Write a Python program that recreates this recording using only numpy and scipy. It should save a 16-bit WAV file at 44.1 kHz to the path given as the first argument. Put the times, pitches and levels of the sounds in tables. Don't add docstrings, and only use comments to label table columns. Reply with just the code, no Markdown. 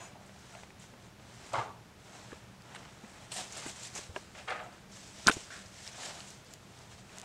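import sys
import numpy as np
from scipy import signal
from scipy.fft import rfft, irfft, next_fast_len
from scipy.io import wavfile
from scipy.ndimage import uniform_filter1d

SR = 44100
rng = np.random.default_rng(int(sys.argv[2]) if len(sys.argv) > 2 else 0)


def store_pcm(level_fs):
    pcm = np.round(np.clip(level_fs, -1, 1) * 32767).astype(np.int16)
    wavfile.write(sys.argv[1], SR, np.atleast_2d(pcm).T)


def decibels_to_gain(level_db):
    exponent = np.asarray(level_db, float) / 20
    return 10 ** exponent


N = 319501


def evened(x):
    return x / np.sqrt(np.mean(x ** 2) + 1e-20)


def read(points, hz):
    f, value = np.transpose(points)
    return np.interp(np.log(hz + 1), np.log(f + 1), value)


def add(mix, at_s, sound):
    part = mix[round(at_s * SR):][:len(sound)]
    part += sound[:len(part)]


def coloured(x, spectrum):
    size = next_fast_len(len(x))
    gain = decibels_to_gain(read(spectrum, np.fft.rfftfreq(size, 1 / SR)))
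    return evened(irfft(rfft(x, size) * gain, size)[:len(x)])


def resonate(x, hz, width_hz):
    r = np.exp(-np.pi * width_hz / SR)
    return signal.lfilter([1, 0, -1], [1, -2 * r * np.cos(2 * np.pi * hz / SR), r * r], x)


def wander(per_s):
    pole = np.exp(-2 * np.pi * per_s / SR)
    return evened(signal.lfilter([1], [1, -pole], rng.standard_normal(N)))


def fibres(per_s, spread_db, flicker_db):
    slips = decibels_to_gain(spread_db * np.minimum(rng.exponential(1, N), 4)) * (rng.random(N) < per_s / SR)
    grit = 0.5 * evened(slips * rng.standard_normal(N)) + rng.standard_normal(N)
    return grit * decibels_to_gain(flicker_db * wander(35))


def patchy(x, depth_db):
    z = signal.stft(x, nperseg=512)[2]
    field = uniform_filter1d(rng.standard_normal(z.shape), size=12, axis=0)
    field = uniform_filter1d(field, size=8, axis=1)
    return evened(signal.istft(z * decibels_to_gain(depth_db * evened(field)), nperseg=512)[1][:N])


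def strokes():
    # [start t/s, swell t/s, fade t/s, crest fur
    # hiss level/dB, crest drag level/dB]
    rubs = [
        (0, 0.0029, 0.17, -63, -49),
        (.21, 0.39, 0.14, -57.5, -56.5),
        (.79, 0.035, 0.13, -56.5, -58),
        (1.0, 0.051, .06, -62, -61),
        (1.22, 0.36, 0.15, -54, -51.5),
        (2.0, 0.17, 0.23, -56.5, -53),
        (2.2, .12, 0.26, -59.5, -55),
        (2.61, 0.14, 0.43, -59.5, -51.5),
        (2.9, 0.34, 0.18, -57.5, -54.5),
            (3.317, .004, 0.072, -49, -49), (3.319, 0.066, 0.14, -40, -43.5),
              (3.5, 0.066, 0.43, -47, -47.5), (3.55, 0.15, 0.045, -48, -49.5),
              (3.77, 0.083, 0.11, -44.5, -53), (3.941, 0.021, 0.15, -44, -46),
              (4.14, 0.021, 0.26, -55, -54.5), (4.34, .04, 0.22, -56.5, -70), (4.47, 0.024, 0.32, -58, -49),
              (4.71, 0.02, 0.23, -63, -58), (4.9, 0.065, 0.24, -52.5, -57),
              (5.03, 0.28, 0.27, -48.5, -52.5),
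            (5.32, 0.0098, 0.044, -41.5, -45.5), (5.36, .01, 0.3, -51.5, -56),
               (5.48, 0.062, 0.34, -52, -56), (5.721, 0.16, .1, -48.5, -56),
               (5.93, 0.13, 0.18, -43.5, -44.5), (6.1, .1, 0.3, -52.5, -54), (6.25, 0.044, 0.15, -53, -63),
               (6.42, 0.12, .05, -58.5, -60), (6.55, 0.24, 0.36, -60.5, -59),
               (6.9, .015, 0.075, -55.5, -54.5), (6.9, 0.099, 0.12, -60.5, -66),
               (7.07, 0.11, 0.11, -55, -51.5), (7.22, .02, .1, -58, -47.5)]
    touch_s, swell_db, fade_db = 0.023, 10.5, 18
    t = np.arange(N // 64 + 2) * 64 / SR
    power = 1e-12
    for start_s, swell_s, fade_s, *crests_db in rubs:
        u = t - start_s
        swell_s = max(swell_s, 0.003)
        shape_db = np.minimum(swell_db * (u / swell_s - 1), fade_db * (swell_s - u) / fade_s)
        shape = decibels_to_gain(shape_db) * np.clip(u / touch_s + 1, 0, 1)
        power = power + np.outer(decibels_to_gain(crests_db), shape) ** 2
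    return [np.interp(np.arange(N) / SR, t, np.sqrt(p)) for p in power]


def rubbing():
    # [f/Hz, density level/dB per Hz]
    fur_spectrum = [(880, -39), (1500, -4), (1760, 0), (4160, 1.5), (4780, 1), (5280, 2.5), (7920, 2),
                    (11100, -17), (15100, -32), (16000, -49)]
    # [f/Hz, density level/dB per Hz]
    drag_spectrum = [(150, 4), (250, -7.5), (388, -4), (531, -6), (647, 1), (761, -1.5), (855, -1),
                     (1140, -5.5), (1250, -4), (4000, -13.5), (5200, -51), (8800, -120)]
    fur = coloured(fibres(per_s=8600, spread_db=3.5, flicker_db=1.35), fur_spectrum)
    fur = patchy(fur, depth_db=1.0)
    drag = coloured(fibres(per_s=1500, spread_db=2.0, flicker_db=1.97), drag_spectrum)
    drag = signal.sosfilt(signal.butter(2, 200, "high", fs=SR, output="sos"), drag)
    hiss_level, drag_level = strokes()
    return hiss_level * fur + drag_level * drag


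def catches():
    # [t/s, peak level/dB, centre f/Hz, t60/s]
    snags = [(0.7971, -42, 7730, 0.1), (.262, -45, 8200, .05), (2.748, -37, 7800, .06),
             (2.758, -39.5, 8440, 0.045), (3.317, -28.5, 8200, 0.35), (3.3645, -27.5, 7900, 0.15),
             (3.5239, -28, 6800, 0.071), (3.5693, -30, 7700, 0.13), (3.6626, -32.5, 7500, 0.31),
             (3.795, -35, 7090, 0.086), (3.833, -34, 6900, 0.12), (3.951, -25.5, 6700, 0.2),
             (4.372, -41, 6500, .1), (4.498, -38.5, 8440, .06), (4.635, -46, 7000, 0.17),
             (4.9202, -40, 6160, 0.1), (5.334, -27, 7000, 0.093)]
    out, t = np.zeros(N), np.arange(9000) / SR
    for at_s, db, hz, t60_s in snags:
        burst = resonate(resonate(rng.standard_normal(9000), hz, 2100), hz, 2100)
        add(out, at_s, decibels_to_gain(db - 15 - 60 * t / t60_s) * evened(burst))
    return out


def tap(db, hz, t60_s, snap, snap_hz, push_s=0):
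    t = np.arange(5000) / SR
    fade = decibels_to_gain(-60 * np.maximum(t - push_s, 0) / t60_s)
    shake = rng.standard_normal(5000) * fade
    shake[0] = 7.0
    width_hz = 0.95 * snap_hz
    crack = resonate(resonate(shake, snap_hz, width_hz), snap_hz, width_hz)
    ring = fade * np.sin(2 * np.pi * hz * t) * (1 - np.exp(-5.0 * hz * t))
    blow = (1 - snap) * ring / abs(ring).max() + snap * crack / abs(crack).max()
    return decibels_to_gain(db) * blow / abs(blow).max()


def swipe_blows():
    # [t/s, peak level/dB, f/Hz, t60/s]
    skate = [
        (5.2724, -21, 4700, .009),
        (5.2716, -21, 6800, .016),
        (5.2735, -21, 4200, .015),
        (5.279, -24, 7500, .012),
        (5.2835, -24, 8300, .013),
        (5.2855, -20, 8400, .011),
        (5.2897, -21, 4900, .009),
        (5.2963, -25, 8000, .007),
        (5.336, -34, 6900, .04),
        (5.3146, -27, 3700, .012),
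    ]
    # [t/s, peak level/dB, ring f/Hz, push t/s]
    shell = [
        (5.2652, -29, 1250, .002),
        (5.272, -28, 1650, .004),
        (5.279, -11.5, 1450, 0.0017),
        (5.279, -19.5, 2200, 0.002),
        (5.2848, -9.3, 1490, 0.0027),
        (5.2995, -26, 1500, .003),
        (5.2962, -17, 1300, .001),
        (5.2962, -22.5, 2600, 0.0015),
        (5.312, -32, 1500, 0.0042),
    ]
    # [t/s, peak level/dB, ring f/Hz, t60/s]
    jolts = [
        (5.2648, -29, 330, 0.04),
        (5.2699, -20.5, 205, 0.05),
        (5.2799, -17.5, 1050, 0.035),
        (5.2795, -26, 420, 0.04),
        (5.2958, -18.5, 300, 0.028),
        (5.3015, -28, 450, 0.04),
    ]
    blows = [(*row, 0.62, row[2]) for row in skate]
    blows += [(s, db, hz, 0.006, 0.15, 2900, push_s) for s, db, hz, push_s in shell]
    blows += [(*row, 0.41, 900) for row in jolts]
    return blows


def paw_blows():
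    # [t/s, peak level/dB, ring f/Hz, snap share 0-1]
    pads = [(0.294, -42.5, 600, .6), (0.361, -47, 794, 0.47), (0.5505, -43, 900, 0.45),
            (.589, -47, 1770, 0.34), (0.6335, -40, 800, 0.5), (0.704, -52, 854, 0.3),
            (0.84, -45.5, 861, 0.4), (0.937, -45, 528, 0.3), (1.197, -44.5, 476, 0.44),
            (2.3187, -41, 1700, 0.4), (2.3285, -41, 1150, 0.44), (2.83, -50, 961, 0.7),
            (2.779, -44, 700, 0.5), (3.046, -44.5, 540, 0.85), (3.663, -29, 323, 0.46),
            (3.99, -36.5, 378, 0.5), (6.034, -32.5, 770, 1)]
    # [t/s, peak level/dB, ring f/Hz, snap share 0-1]
    claws = [(1.5334, -30, 7900, 0.5), (2.621, -45, 4900, 0.6), (5.662, -43.5, 4800, 0.2),
             (5.8773, -43, 7800, 0.5), (4.726, -50, 4500, .1), (6.3042, -40.5, 5900, 0.2),
             (6.4645, -47.5, 4600, 0.2), (7.1858, -42, 6000, 1), (6.79, -40.5, 6600, .81),
             (6.5302, -49, 7200, .2), (6.507, -52, 8500, .3), (5.8652, -42, 4600, 0.9)]
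    # [t/s, peak level/dB, ring f/Hz]
    scratches = [
        (2.7483, -45, 1950),
        (2.752, -47, 2240),
        (2.757, -37, 2200),
        (2.7608, -39, 1560),
        (2.7642, -36, 1650),
        (2.7774, -58, 1390),
        (5.866, -46, 1800),
        (7.094, -43, 2600),
    ]
    # [t/s, peak level/dB, ring f/Hz, t60/s]
    bumps = [
        (0.928, -47.5, 237, 0.13),
        (2.324, -40, 264, 0.016),
        (3.037, -41, 217, 0.069),
        (3.662, -49, 330, 0.028),
        (4.092, -39, 83.4, 0.092),
        (5.367, -39, 108, 0.032),
        (5.368, -33, 338, .015),
    ]
    # [t/s, peak level/dB, ring f/Hz, t60/s, snap share 0-1]
    knuckles = [
        (1.533, -37, 556, .04, 0.05),
        (1.582, -25.5, 890, 0.033, 0.1),
        (4.1622, -32.5, 1625, 0.025, .05),
        (4.162, -34, 2770, 0.015, .05),
        (4.163, -30, 640, 0.019, 0.45),
        (4.162, -31, 1000, 0.024, 0.47),
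        (4.1629, -34.5, 400, 0.061, 0.6),
        (6.2045, -40, 2940, .014, 0.2),
        (6.2045, -49, 790, 0.016, 0.1),
    ]
    blows = [(s, db, hz, 0.02, snap, 1660) for s, db, hz, snap in pads]
    blows += [(s, db, hz, 0.0071, snap, 6000) for s, db, hz, snap in claws]
    blows += [(*row, 0.0099, 0.53, 2300) for row in scratches]
    blows += [(*row, 0.27, 464) for row in bumps]
    blows += [(*row, 1.35 * row[2]) for row in knuckles]
    return blows


def paws():
    out = np.zeros(N)
    for at_s, *blow in swipe_blows() + paw_blows():
        add(out, at_s, tap(*blow))
    port_hz = 11000
    return signal.lfilter(*signal.butter(2, port_hz, fs=SR), out)


def cracks():
    # [t/s, peak level/dB, ring f/Hz, t60/s, push t/s]
    contacts = [(5.27072, -16, 4880, .007, .0003), (5.27076, -16.5, 6580, .008, .0003),
                (5.27073, -13, 5400, .002, .0003), (5.27067, -19, 3670, .005, .0003),
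                (5.27078, -21, 8200, .004, .0002), (5.2792, -21, 2900, .009, .0008),
                (5.279, -27, 760, .025, .001), (5.2961, -27, 800, .015, .001),
                (5.3005, -36, 9000, .005, .001), (5.877, -30.5, 5200, .0025, .0004),
                (5.877, -39, 4000, .003, .0003), (6.2045, -37, 4400, .005, .0006),
                (7.1846, -33, 6600, .002, .0001), (7.1991, -36, 6800, .002, .0001),
                (7.2157, -36, 6500, .002, .0001), (5.2963, -17, 1700, .002, .0002),
                (5.6617, -43, 5000, .003, .0004), (2.3295, -45, 1700, .01, .001),
                (2.3286, -38.5, 430, .02, .003), (2.7487, -41, 900, .012, .001),
                (2.7487, -42, 1950, .01, .001)]
    out = np.zeros(N)
    for at_s, db, hz, t60_s, push_s in contacts:
        add(out, at_s, tap(db, hz, t60_s, 0, hz, push_s))
    return out


def ticks():
    # [t/s, peak level/dB, low f/Hz, high f/Hz, t60/s]
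    claw_ticks = [(0.551, -40.5, 1900, 2840, .02), (.6345, -44.5, 1500, 2880, .015),
                  (0.7047, -45.5, 1800, 2750, .015), (2.7485, -41, 900, 3800, .015),
                  (2.8315, -44, 400, 2500, .008), (2.852, -41, 600, 3200, .015),
                  (2.856, -43, 300, 1500, .012), (3.8345, -33, 5000, 8000, .01),
                  (4.1468, -44, 700, 2600, .012), (4.158, -44, 500, 2500, 0.012),
                  (4.4845, -33.5, 1100, 3460, 0.013), (4.5065, -30.5, 1200, 3500, .012),
                  (4.524, -31, 600, 1800, .02), (5.2713, -19, 3400, 7000, 0.025),
                  (5.279, -21, 2000, 3300, 0.012), (5.2835, -25, 6500, 10500, .02),
                  (.937, -44, 500, 2200, .015), (1.197, -46.5, 500, 2500, .015),
                  (5.2903, -27.5, 7800, 9300, 0.013), (5.3, -31, 6000, 9800, 0.021),
                  (5.3138, -25, 2000, 7200, 0.039), (5.3215, -39, 5000, 9500, .06),
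                  (5.3255, -35, 5000, 9500, .03), (6.2044, -39, 2600, 5500, .01),
                  (6.3085, -44, 8000, 14500, .005), (6.4475, -49, 5000, 13000, .005),
                  (6.4612, -54, 7500, 13000, .005), (6.5375, -31.5, 3000, 14000, .009),
                  (7.1846, -33, 1400, 9000, 0.004), (7.1991, -38, 2500, 10000, .003),
                  (7.2157, -35, 2200, 9500, .003), (5.2865, -23, 2000, 3800, .04),
                  (5.2983, -23.5, 2000, 3800, 0.025), (5.3165, -33, 1700, 3200, .05),
                  (2.7605, -43, 2500, 4200, .015), (5.877, -42, 3500, 6500, .004),
                  (3.318, -36, 2500, 4500, .12), (3.366, -33, 2600, 4200, .04),
                  (3.3725, -31, 5000, 8600, .025), (5.279, -25, 6500, 10500, .014)]
    out, t = np.zeros(N), np.arange(3000) / SR
    for at_s, db, low_hz, high_hz, t60_s in claw_ticks:
        shake = rng.standard_normal(3000) * decibels_to_gain(-60 * t / t60_s)
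        shake[0] = 4.0
        tick = signal.lfilter(*signal.butter(2, [low_hz, high_hz], "band", fs=SR), shake)
        tick = signal.lfilter(*signal.butter(2, 9000, fs=SR), tick)
        add(out, at_s, decibels_to_gain(db) * tick / abs(tick).max())
    return out


def thuds():
    # [t/s, level/dB, struck object]
    blows = [(1.516, -49.5, "box"), (1.534, -32, "box"), (1.552, -37.5, "box"), (1.581, -35.5, "box"),
             (4.4766, -36.5, "board"), (4.503, -36.5, "board"), (4.55, -45, "board"),
             (4.59, -46.5, "board"), (5.46, -58, "seat"), (5.503, -47.5, "seat"), (5.521, -52, "seat"),
             (5.555, -51, "seat"), (.15, -52.5, "fold"), (.53, -57, "fold"), (3.36, -50, "fold"),
             (4.6, -49.5, "fold"), (5.98, -54, "fold"), (6.06, -49, "fold"), (6.15, -53, "fold"),
             (4.348, -49.5, "leg"), (4.376, -47.5, "leg"), (4.479, -48, "leg")]
    names = ["box", "board", "seat", "fold", "leg"]
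    # [f/Hz, density level/dB per Hz]
    spectra = [
        [(47, -44), (80, -21), (117, 2.5), (150, -19), (286, -15.5), (885, 3), (1660, -10), (1830, -14),
         (2070, -11), (2580, -18), (2920, -16), (7850, -31), (10000, -42), (13000, -76), (22000, -120)],
        [(150, -58), (250, -45), (460, -9), (494, -4), (539, -12.5), (605, -1), (661, -11), (710, -1.5),
         (922, -9.5), (1250, -5), (2110, -9), (2270, -8.5), (8000, -36.5), (10400, -58), (17600, -120)],
        [(300, -26), (700, 0), (800, -15), (1010, -7), (1340, 4), (1740, 6.5), (2290, -4), (3000, -9),
         (6000, -12), (10000, -60)],
        [(250, -40), (500, -5), (700, 4.5), (850, -2.5), (1100, -13), (2000, -22), (4000, -48)],
        [(250, -47), (600, 5.5), (1000, -4), (1500, -3), (2700, -2), (4100, -11), (7000, -14), (10000, -42)],
    ]
    # [f/Hz, t60/s]
    decay = [(250, 0.56), (700, 0.43), (1300, 0.41), (2500, 0.34), (5000, 0.28)]
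    objects = dict(zip(names, spectra))
    out = np.zeros(N)
    for at_s, db, name in blows:
        echoes = rng.standard_normal(SR // 2) * (rng.random(SR // 2) < 0.3)
        hz, t, z = signal.stft(coloured(echoes, objects[name]), SR, nperseg=256)
        fade = decibels_to_gain(-60 * t / read(decay, hz)[:, None])
        tail = signal.istft(z * fade, SR, nperseg=256)[1]
        onset = np.minimum(np.arange(len(tail)) / (0.0027 * SR), 1)
        add(out, at_s, decibels_to_gain(db) * tail * onset)
    return out


def hollows():
    # [t/s, peak level/dB, ring f/Hz, t60/s, push t/s]
    notes_hollow = [(.5505, -44, 690, 0.037, .003), (.568, -49, 680, 0.035, .006),
                    (.535, -56, 1400, .05, 0.0091), (1.5355, -27, 700, 0.025, 0.0043),
                    (1.555, -37, 1350, .05, 0.009), (1.6, -37.5, 1180, .08, .015),
                    (1.556, -38, 560, .06, .012), (4.495, -41.5, 1770, .05, 0.014),
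                    (4.56, -48, 1770, .06, .015), (1.544, -31, 1100, .06, .004),
                    (1.585, -44, 2100, .05, .008), (1.57, -34, 1150, .035, .005),
                    (1.543, -41, 2100, 0.095, .004), (1.612, -38, 840, 0.045, 0.0073),
                    (4.474, -41, 1250, .06, 0.0083), (4.484, -46, 2800, .03, .004),
                    (4.514, -42, 720, 0.04, 0.011), (4.545, -43, 1250, .06, 0.013),
                    (4.6, -47, 1250, 0.089, .01), (4.636, -52, 1300, 0.088, 0.0088),
                    (4.5, -43, 1240, .04, .008), (5.289, -27, 1560, 0.059, .002),
                    (1.598, -40, 960, .09, .012), (1.632, -45, 940, .07, .01), (1.657, -46, 860, .07, .012),
                    (1.69, -50, 1150, .1, .02), (1.59, -45, 1670, .06, .012), (4.48, -44, 3220, .03, .008),
                    (4.48, -44, 2200, .04, .008), (4.52, -41, 1250, .03, .006), (4.61, -45, 620, .08, .015),
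                    (4.555, -46, 780, .07, .01), (3.36, -43, 720, .04, .01), (3.385, -41, 740, .04, .008),
                    (3.401, -42, 730, .05, .008), (4.66, -52, 700, .1, .02)]
    out = np.zeros(N)
    onset = np.minimum(np.arange(1, 5001) / (0.0028 * SR), 1)
    for at_s, db, hz, t60_s, push_s in notes_hollow:
        add(out, at_s, tap(db, hz, t60_s, 0, hz, push_s) * onset)
    return out


def tag():
    # [f/Hz, width f/Hz, level/dB]
    modes = [(695, 76, -58), (1020, 66, -60), (1610, 30, -64), (2370, 30, -66), (2600, 30, -64),
             (3200, 40, -72), (4070, 35, -65), (5050, 70, -67.5), (5360, 30, -75), (5890, 30, -75),
             (6100, 140, -62), (6350, 30, -72), (6670, 30, -66), (6940, 20, -60), (7190, 60, -70),
             (7710, 40, -66), (8230, 40, -71), (8900, 44, -72), (9390, 200, -69)]
    t = np.arange(SR // 2) / SR
    ring = sum(decibels_to_gain(db) * evened(resonate(rng.standard_normal(len(t)), hz, w)) for hz, w, db in modes)
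    fade = decibels_to_gain(-60 * np.maximum(t - 0.05, 0) / 0.28)
    return np.pad(ring * fade, (0, N - len(t)))


def air():
    # [f/Hz, density level/dB per Hz]
    tone_spectrum = [(12, -43), (20, -15), (96, -0.5), (187, -4), (248, -8), (718, -11), (1120, -14),
                     (1400, -14.5), (6910, -25), (14700, -38.5), (16000, -39)]
    # [f/Hz, width f/Hz, rms level/dB]
    hums = [(119.6, 6.9, -64.5), (196.3, 7.4, -65), (75, 7.8, -72.5), (166.5, 25, -70)]
    out = decibels_to_gain(-56.5) * coloured(rng.standard_normal(N), tone_spectrum)
    for hz, width_hz, db in hums:
        out += decibels_to_gain(db) * evened(resonate(rng.standard_normal(N), hz, width_hz))
    return out


def scene():
    close = rubbing() + catches() + paws() + cracks() + ticks()
    far = thuds() + hollows() + tag() + air()
    return (close + far)[None]


def top_cut(x):
    return signal.sosfilt(signal.butter(12, 16500, fs=SR, output="sos"), x)


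def record(dry):
    lowpass = signal.firwin(401, 15800, window=("kaiser", 6), fs=SR)
    kept = signal.oaconvolve(dry, lowpass[None], "same")
    return top_cut(kept + decibels_to_gain(-22) * (dry - kept))


dry = scene()
out = record(dry)
store_pcm(out)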